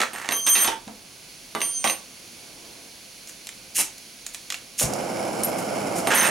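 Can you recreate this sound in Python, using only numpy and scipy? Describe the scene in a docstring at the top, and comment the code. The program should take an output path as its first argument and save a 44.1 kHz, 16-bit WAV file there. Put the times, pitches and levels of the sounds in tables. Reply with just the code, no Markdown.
"""A desk in a small room, with a camping gas stove on it. Unlit gas hisses from the open valve while a
steel piece is dragged, clinked and set down: friction and impacts excite its modes, and a grip damps them.
A fire steel is tapped and scraped, twice hard; the second shower of sparks lights the gas with a soft
whump. The flame roars on, and a hand rummages among the steel again. A limiter holds the peaks down."""
import sys
import numpy as np
from scipy import signal
from scipy.fft import rfft, irfft, next_fast_len
from scipy.io import wavfile
from scipy.ndimage import uniform_filter1d, minimum_filter1d, map_coordinates

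SR = 44100
rng = np.random.default_rng(int(sys.argv[2]) if len(sys.argv) > 2 else 0)


def int16_out(signal):
    """Quantize to a 16-bit WAV file."""
    q = np.round(np.clip(np.atleast_2d(signal).T, -1, 1) * 32767)
    wavfile.write(sys.argv[1], SR, q.astype(np.int16))


N = 277874

# clinks and knocks of the steel piece, and one dull tap on the desk: start_s, click_db, knock_db, ring_db
CONTACTS = [(.016, -8, -31.5, -46), (.133, -29, -36.5, -31.5), (0.289, -7.5, -29, -35),
            (.31, -16, -38, -28), (.322, -13.5, -29, -20.5), (.465, -9.5, -30.5, -11), (.471, 6, -25, -14),
            (.488, -22, -29, -4.5), (.554, 3, -28, -18), (.612, -14, -34, -13), (.645, -3, -27.5, -22),
            (.676, -2, -27, -40), (.878, -30, -37.5, -70), (1.55, -17, -20.5, -32),
            (1.605, -16, -35.5, -29), (1.616, -7, -38, -19.5), (1.842, -2.5, -17, -17),
            (1.874, -6, -30, -20), (1.898, -9, -40, -19.5), (6.072, -10, -19, -19),
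            (6.114, -20, -13.5, -31), (6.147, -28, -28, -9.5), (6.176, -10, -49, -8.5),
            (6.213, -5, -41, -14), (6.249, -3, -33, -16.5)]


def amp(db):
    """Amplitude ratio of a level in decibels."""
    return 10 ** (np.asarray(db) / 20)


def unit(x):
    """Normalisation to an rms of 1."""
    return x / np.sqrt(np.mean(x ** 2) + 1e-20)


def along(points, hz):
    """Interpolation of (frequency_hz, value) points on a logarithmic frequency axis."""
    knots_hz, values = np.transpose(points)
    return np.interp(np.log(hz + 1), np.log(knots_hz + 1), values)


def curve(rows):
    """Linear interpolation of (time_s, value) rows at every sample."""
    return np.interp(np.arange(N) / SR, *np.transpose(rows))


def wobble(rate_hz, size=N):
    """Smooth random modulation: a spline through Gaussian knots."""
    knots = rng.standard_normal(int(size * rate_hz / SR) + 4)
    return map_coordinates(knots, [np.arange(size) * rate_hz / SR])


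def add(track, start_s, sound):
    """Superposition of a sound on the track."""
    part = track[max(round(start_s * SR), 0):][:len(sound)]
    part += sound[:len(part)]


def filtered(x, response):
    """Linear filtering: the spectrum is multiplied by a frequency response."""
    size = next_fast_len(x.shape[-1] + 8192)
    return irfft(rfft(x, size) * response(np.fft.rfftfreq(size, 1 / SR)), size)[..., :x.shape[-1]]


def body(force, spectrum, size=4096):
    """A body colours a force as a causal, minimum-phase filter of unit energy."""
    magnitude = amp(along(spectrum, np.fft.rfftfreq(size, 1 / SR)))
    cepstrum = irfft(np.log(magnitude))
    cepstrum[1:size // 2] *= 2
    cepstrum[size // 2 + 1:] = 0
    response = irfft(np.exp(rfft(cepstrum)))
    return signal.fftconvolve(force, response / np.linalg.norm(response))[:N]


def resonance(force, hz, width_hz):
    """A driven damped oscillator of unit energy: the narrower its band, the longer it rings."""
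    response = np.exp((2j * hz - width_hz) * np.pi * np.arange(SR // 8) / SR).imag
    return signal.fftconvolve(force, response / np.linalg.norm(response))[:N]


def impact(t60_s, chatter_db, chatter_t60_s):
    """A contact force as exponentially decaying noise: a short crack over weaker, longer chatter."""
    t = np.arange(SR // 4) / SR
    return rng.standard_normal(len(t)) * (amp(-60 * t / t60_s) + amp(chatter_db - 60 * t / chatter_t60_s))


def stick_slip(rate_hz, spread_db, decay_s):
    """Stick-slip friction of rms 1: tiny bursts of uneven size at random times."""
    slips = (rng.random(N) < rate_hz / SR) * amp(spread_db * np.clip(rng.standard_normal(N), -2, 2))
    envelope = signal.lfilter([1], [1, -np.exp(-1 / (decay_s * SR))], slips)
    return unit(envelope * rng.standard_normal(N))


def diffuse(pair):
    """A diffuse field is partly coherent at two points; two independent signals are mixed to match."""
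    # likeness of left and right: frequency_hz, coherence
    coherence = [(60, .94), (130, .88), (300, .76), (700, .52), (1400, .52), (3000, .68), (7000, .75),
                 (15000, .93)]
    angle = lambda hz: np.arccos(np.clip(along(coherence, hz), -1, 1)) / 2
    mid, side = filtered(pair, lambda hz: np.array([np.cos(angle(hz)), np.sin(angle(hz))]))
    return np.array([mid + side, mid - side])


def diffuse_noise(spectrum):
    """Stationary stereo noise of rms 1 with the given spectral shape."""
    white = diffuse(rng.standard_normal((2, N)))
    return unit(filtered(white, lambda hz: amp(along(spectrum, hz))))


def room(x, wet_db):
    """Reverberation: diffuse reflections follow the direct sound, each band dying at its own rate."""
    # reverberation time: frequency_hz, t60_s
    decay_times = [(100, 0.29), (500, 0.31), (2000, 0.28), (7000, 0.25), (15000, 0.15)]
    hz, t, bands = signal.stft(rng.standard_normal((2, SR // 2)), SR, nperseg=256)
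    decay = amp(-60 * t / along(decay_times, hz)[:, None])
    tail = diffuse(signal.istft(bands * decay, SR, nperseg=256)[1])
    tail *= 1 - np.exp(-np.arange(tail.shape[1]) / SR / 0.00092)  # reflections build up
    reflections = signal.fftconvolve(np.atleast_2d(x), tail / np.linalg.norm(tail[0]), axes=1)
    return x + amp(wet_db) * reflections[:, :N]


def standing_waves(hz):
    """Frequency response of the room's modes, which ring on in the bass."""
    # room modes: centre_hz, width_hz
    modes = [(87, 10), (119, 10), (214, 14), (270, 14), (330, 20), (515, 26), (671, 26)]
    peaks = sum(1j * hz * width / (centre ** 2 - hz ** 2 + 1j * hz * width) for centre, width in modes)
    return 1 + 0.7 * peaks


def direction(hz):
    """Level and phase differences between the channels place the sound a little to the right."""
    # left minus right: frequency_hz, level_db
    level_difference = [(100, 0.1), (200, 0), (380, -1.5), (700, -5), (1300, -5.5), (2400, -4.5),
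                        (4400, -2.5), (8000, -1.4), (15000, 0.2)]
    # lead of left over right: frequency_hz, phase_rad
    phase_difference = [(130, 0.07), (550, -0.66), (1700, -.25), (3800, .2), (8000, .2), (12000, -0.1)]
    left = amp(along(level_difference, hz) / 2) * np.exp(1j * along(phase_difference, hz) / 2)
    return np.array([left, 1 / left])


def room_tone():
    """The noise floor: faint low noise whose level drifts slightly."""
    # ambient spectrum: frequency_hz, density_db
    spectrum = [(20, -22), (35, -4), (60, -16), (110, -11), (170, -5.5), (330, -8.5), (550, -10.5),
                (1500, -17), (2500, -32)]
    return amp(-54 + 0.67 * wobble(2.9)) * diffuse_noise(spectrum)


def rustle(peak_s=2.675, width_s=0.22):
    """Soft low noise swells and fades under a Gaussian envelope."""
    # rustle spectrum: frequency_hz, density_db
    spectrum = [(100, -33), (300, -0.5), (550, -5.5), (1000, -7), (2500, -35)]
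    from_peak = (np.arange(N) / SR - peak_s) / width_s
    return amp(-54) * np.exp(-from_peak ** 2 / 2) * diffuse_noise(spectrum)


def bumps(rest_s=0.679):
    """Low pressure pulses, and the free vibration of hollow sheet metal as the steel comes to rest."""
    # pulses, the last two the gas igniting: start_s, level_db, pitch_hz, length_s
    pulses = [(0.872, -35, 228, 0.0075), (4.834, -32.5, 82.5, 0.019), (4.838, -25.5, 169, 0.0083)]
    # sheet metal modes: pitch_hz, level_db, t60_s
    modes = [(900, 1.5, 0.17), (1560, -14, 0.28), (3080, 5.5, 0.027), (3380, -8, 0.17)]
    track, t = np.zeros(N), np.arange(SR // 2) / SR
    for start_s, db, hz, length_s in pulses:
        age = 2 * t / length_s
        envelope = amp(db) * age * np.exp(1 - age)
        add(track, start_s, envelope * np.sin(2 * np.pi * hz * t + wobble(hz / 2, size=len(t))))
    hollow_ring = sum(amp(db - 24.5 - 60 * t / t60) * np.sin(2 * np.pi * hz * t) for hz, db, t60 in modes)
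    add(track, rest_s, hollow_ring)
    return room(track, wet_db=-2)


def sliding_force(attack_s=0.0025, ease_db_per_s=28, release_db_per_s=340):
    """Envelope of the sliding friction: each shove bites at once, eases off, then stops."""
    # shoves of the steel over the desk: start_s, length_s, level_db
    shoves = [(0, 0.014, -19), (0.133, .16, -35), (0.305, 0.018, -28.5), (0.483, 0.23, -28.5),
              (6.102, 0.17, -15.5)]
    t, force = np.arange(N) / SR, np.zeros(N)
    for start_s, length_s, db in shoves:
        age = np.maximum(t - start_s, 0)
        eased_db = ease_db_per_s * age + release_db_per_s * np.maximum(age - length_s, 0)
        force += amp(db - eased_db) * (1 - np.exp(-age / attack_s))
    return force


def steel_grip(grasp_s):
    """Contact damping by fingers or desk, from 0 (hanging free) to 1 (held)."""
    # spans in which the steel hangs free: start_s, end_s
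    lifts = [(.31, 0.68), (1.57, 1.919), (6.185, 6.225)]
    t = np.arange(N) / SR
    return 1 - sum(np.tanh((t - start) / grasp_s) - np.tanh((t - end) / grasp_s) for start, end in lifts) / 2


def contact_noise():
    """Impact and friction: the steel clicks, knocks and scrapes on the desk, which also takes a dull tap."""
    # spectra of the click, the desk's knock and the scrape: frequency_hz, density_db
    click_spectrum = [(80, -28), (900, -3.5), (2200, 5), (4000, 3.5), (5000, -3.5), (7000, -4), (10000, -8),
                      (13000, -25), (16000, -56)]
    knock_spectrum = [(35, -37), (120, -18.5), (230, -5), (380, -2), (1000, -1), (1700, -10.5), (3500, -16),
                      (8000, -70)]
    drag_spectrum = [(50, -44), (250, -10), (600, -5.5), (1000, 1), (1800, 2.5), (2800, -5), (4500, -13.5),
                     (7000, -10), (10000, -16), (13000, -23), (16000, -30)]
    clicks, knocks = np.zeros((2, N))
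    for start_s, click_db, knock_db, _ in CONTACTS:
        add(clicks, start_s, amp(click_db - 4) * impact(0.0094, chatter_db=-27.5, chatter_t60_s=0.073))
        add(knocks, start_s, amp(knock_db - 2) * impact(0.05, chatter_db=-13.5, chatter_t60_s=0.11))
    friction = sliding_force() * stick_slip(rate_hz=1100, spread_db=-1.5, decay_s=0.00082)
    surface = body(clicks, click_spectrum) + body(friction, drag_spectrum)
    return room(surface, wet_db=-7) + room(body(knocks, knock_spectrum), wet_db=1)


def steel_ring(damping_db_per_s=243, grasp_s=0.012, held_low_db=-12, bending_below_hz=5000):
    """Modal vibration: each clink restarts the modes, a grip damps them, and turning makes them waver."""
    # low and high modes of the steel: pitch_hz, level_db, t60_s
    low_modes = [(1136, -14, .4), (3178, -8, .9), (4748, -19, 1.0), (6222, 0, 3.6)]
    high_modes = [(8668, -2, 1.9), (9510, -1, .7), (11645, -6, .3), (11715, -7, .22), (14735, -15, .25),
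                  (15530, -17, .18)]
    ring, grip, force = np.zeros((2, N)), steel_grip(grasp_s), sliding_force()
    damped_db = damping_db_per_s * np.cumsum(grip) / SR
    pressed = np.tanh(force / amp(-29))
    jostle = 0.13 + 0.8 * pressed  # scraping disturbs the modes' phase and strength
    ageing = 1 - 0.9 * np.tanh(force / amp(-47))  # it also feeds them, slowing their decay
    ends = [row[0] for row in CONTACTS[1:]] + [N / SR]
    for (start_s, _, _, ring_db), end_s in zip(CONTACTS, ends):
        span = slice(round(start_s * SR), round(start_s * SR) + SR // 3)
        held_db, age = damped_db[span], np.cumsum(ageing[span]) / SR
        t = np.arange(len(age)) / SR
        stopped_db = 60 * np.maximum(t - (end_s - start_s), 0) / 0.0059  # the next contact ends this ring
        envelope = amp(held_db[0] - held_db - stopped_db) * (1 - np.exp(-t / 0.00041))
        gripped_db = held_low_db * grip[round((start_s + grasp_s) * SR)]
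        for modes, blow_db in (low_modes, ring_db - 6 + gripped_db), (high_modes, ring_db - 7):
            for hz, db, t60 in modes:
                waver, chatter, slip = (wobble(rate_hz, size=len(t)) for rate_hz in (35, 130, 150))
                struck_db = blow_db + db + 1.4 * rng.normal()  # each spot favours other modes
                level_db = struck_db + 2.8 * waver + 4 * jostle[span] * chatter - 60 * age / t60
                level_db -= 9 * pressed[span] * (hz < bending_below_hz)  # pressing mutes bending modes
                phase = 2 * np.pi * hz * (1 + 0.001 * rng.normal()) * t + jostle[span] * slip
                mode = envelope * amp(level_db) * np.sin(phase)
                lean = amp(-1 + 1.1 * rng.normal())  # each mode beams its own way
                add(ring[0], start_s, mode * lean)
                add(ring[1], start_s, mode / lean)
    return room(ring, wet_db=-8)


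def stroke_gate(start_s, end_s, rise_s=0.011, fall_s=0.0083):
    """Envelope of a stroke, with smooth onset and release."""
    t = np.arange(N) / SR
    return (1 + np.tanh(2 * (t - start_s) / rise_s - 1)) * (1 - np.tanh((t - end_s) / fall_s)) / 4


def fire_steel(rebound_s=0.0202, rebound_loss_db=1.5, bear_down_db=5, flare_share=0.44):
    """Impact and friction: a scraper taps and rasps a rod; late in a hard stroke, sparks flare and puff."""
    # taps of scraper on rod: start_s, tick_db, body_db, rebound_count
    tap_times = [(3.2737, -22.5, -43, 1), (3.4699, -18.5, -34.5, 1), (3.9818, -23, -58, 0),
                 (4.2646, -9.5, -36.5, 0), (4.346, -12, -31.5, 0), (4.5027, -12, -24, 2),
                 (4.797, -2, -28.5, 0), (4.8537, -11, -39, 0), (4.936, -10.5, -41, 0),
                 (5.435, -11.5, -47, 0)]
    # blows that ring the scraper: start_s, level_db
    tink_times = [(5.434, -24.5), (5.446, -26)]
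    # scraper resonances: pitch_hz, width_hz, level_db
    scraper_modes = [(9510, 190, 0.85), (11640, 73, -2.1)]
    # strokes along the rod: start_s, length_s, level_db
    strokes = [(3.274, 0.027, -43.5), (3.747, 0.068, -21), (4.334, 0.012, -36), (4.778, 0.059, -23),
               (5.572, 0.031, -34), (5.95, .046, -33.5)]
    # spectra of a tap's tick and body, the rasp and the sparks' puff: frequency_hz, density_db
    tick_spectrum = [(500, -25), (3000, -17), (5000, -1.5), (7000, 4.5), (9500, -2), (13000, -8),
                     (16000, -19)]
    tap_spectrum = [(150, -40), (700, -2), (1500, 5), (2700, 10), (4000, 5.5), (7000, 0), (14000, -31)]
    rasp_spectrum = [(710, -90), (1200, -20.5), (2750, -3), (3420, -9.5), (4770, -8), (6390, 1),
                     (8270, -1.5), (9120, 3), (13700, -9), (15800, -22)]
    puff_spectrum = [(70, -15), (200, 3), (700, 7), (1300, 3.5), (3000, -1), (8000, -56)]
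    ticks, taps, tinks, rasp, puff = np.zeros((5, N))
    for start_s, tick_db, body_db, rebounds in tap_times:
        for k in range(round(rebounds) + 1):
            at_s, loss_db = start_s + k * rebound_s, k * rebound_loss_db
            add(ticks, at_s, amp(tick_db - loss_db - 12) * impact(0.015, chatter_db=-25, chatter_t60_s=0.04))
            add(taps, at_s, amp(body_db - loss_db + 2) * impact(0.025, chatter_db=-27, chatter_t60_s=0.04))
    for start_s, db in tink_times:
        add(tinks, start_s, amp(db + 8.5) * impact(0.015, chatter_db=-22, chatter_t60_s=0.072))
    t = np.arange(N) / SR
    for start_s, length_s, db in strokes:
        flare_s, end_s = start_s + flare_share * length_s, start_s + length_s
        progress = np.clip((t - start_s) / length_s, 0, 1)
        rasp += amp(db + bear_down_db * (progress - 0.5)) * stroke_gate(start_s, end_s)
        puff += amp(9 + 2 * db) * stroke_gate(flare_s, end_s)  # grows as the square of the rasp
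    grit = stick_slip(rate_hz=2500, spread_db=3, decay_s=0.0005)
    scrape = body(rasp * grit, rasp_spectrum) + body(puff * rng.standard_normal(N), puff_spectrum)
    chime = sum(amp(db) * resonance(tinks, hz, width_hz) for hz, width_hz, db in scraper_modes)
    tapping = body(ticks, tick_spectrum) + body(taps, tap_spectrum)
    return room(scrape + chime, wet_db=-3) + room(tapping, wet_db=-5.5)


def burner():
    """Jet and combustion noise: gas hisses throughout; once lit, the flame adds a roar and a fine fizz."""
    # strength of the gas jet and of the flame: time_s, level_db
    gas_levels = [(0.8, -50), (1.65, -47.5), (4.7, -47.5)]
    flame_levels = [(4.795, -85), (4.815, -29.5), (6.3, -26.5)]
    # spectra of the jet and of the flame's roar and fizz: frequency_hz, density_db
    jet_spectrum = [(880, -61), (1500, -6), (1810, -9.5), (2200, -0.5), (3330, -2.5), (3900, -3),
                    (4350, 2.5), (4890, -1.5), (6320, -0.5), (8090, -10.5), (9850, -2), (11300, -6),
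                    (13000, -16.5), (14600, -23), (15800, -11.5)]
    roar_spectrum = [(30, -48), (55, -28), (80, -23), (170, -4.5), (400, -7), (600, -3), (780, -3.5),
                     (1050, -14), (1500, -14), (1900, -30), (3000, -55)]
    fizz_spectrum = [(1060, -33), (1800, -11), (2200, 3), (2520, -5.5), (3080, -4.5), (3430, -15),
                     (4590, -12), (5170, -2.5), (6310, -11), (7500, -6), (8360, -16.5), (9580, -5.5),
                     (15800, -31)]
    jet = amp(curve(gas_levels) + 2.5 + 0.35 * wobble(6.22)) * diffuse_noise(jet_spectrum)
    flutter = amp(0.7 * wobble(60))
    roar = amp(-1.5) * diffuse_noise(roar_spectrum)
    fizz = amp(-11 + 2.1 * wobble(300)) * diffuse_noise(fizz_spectrum)
    return jet + amp(curve(flame_levels)) * flutter * (roar + fizz)


def scene():
    """The sources superpose, coloured by the room's modes and heard a little to the right."""
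    air = room_tone()
    mix = contact_noise() + steel_ring() + bumps() + fire_steel() + burner() + rustle() + air
    return filtered(mix, lambda hz: standing_waves(hz) * direction(hz))


def record(dry, ceiling_db=-7.5, cutoff_hz=15900):
    """Peak limiting: the gain dips briefly around each peak, then a low-pass limits the band."""
    peaks = np.abs(dry).max(axis=0)
    needed_gain = np.minimum(1, amp(ceiling_db) / (peaks + 1e-9))
    gain = uniform_filter1d(minimum_filter1d(needed_gain, size=129), size=129)
    return filtered(dry * gain, lambda hz: hz < cutoff_hz)


dry = scene()
out = record(dry)
int16_out(out)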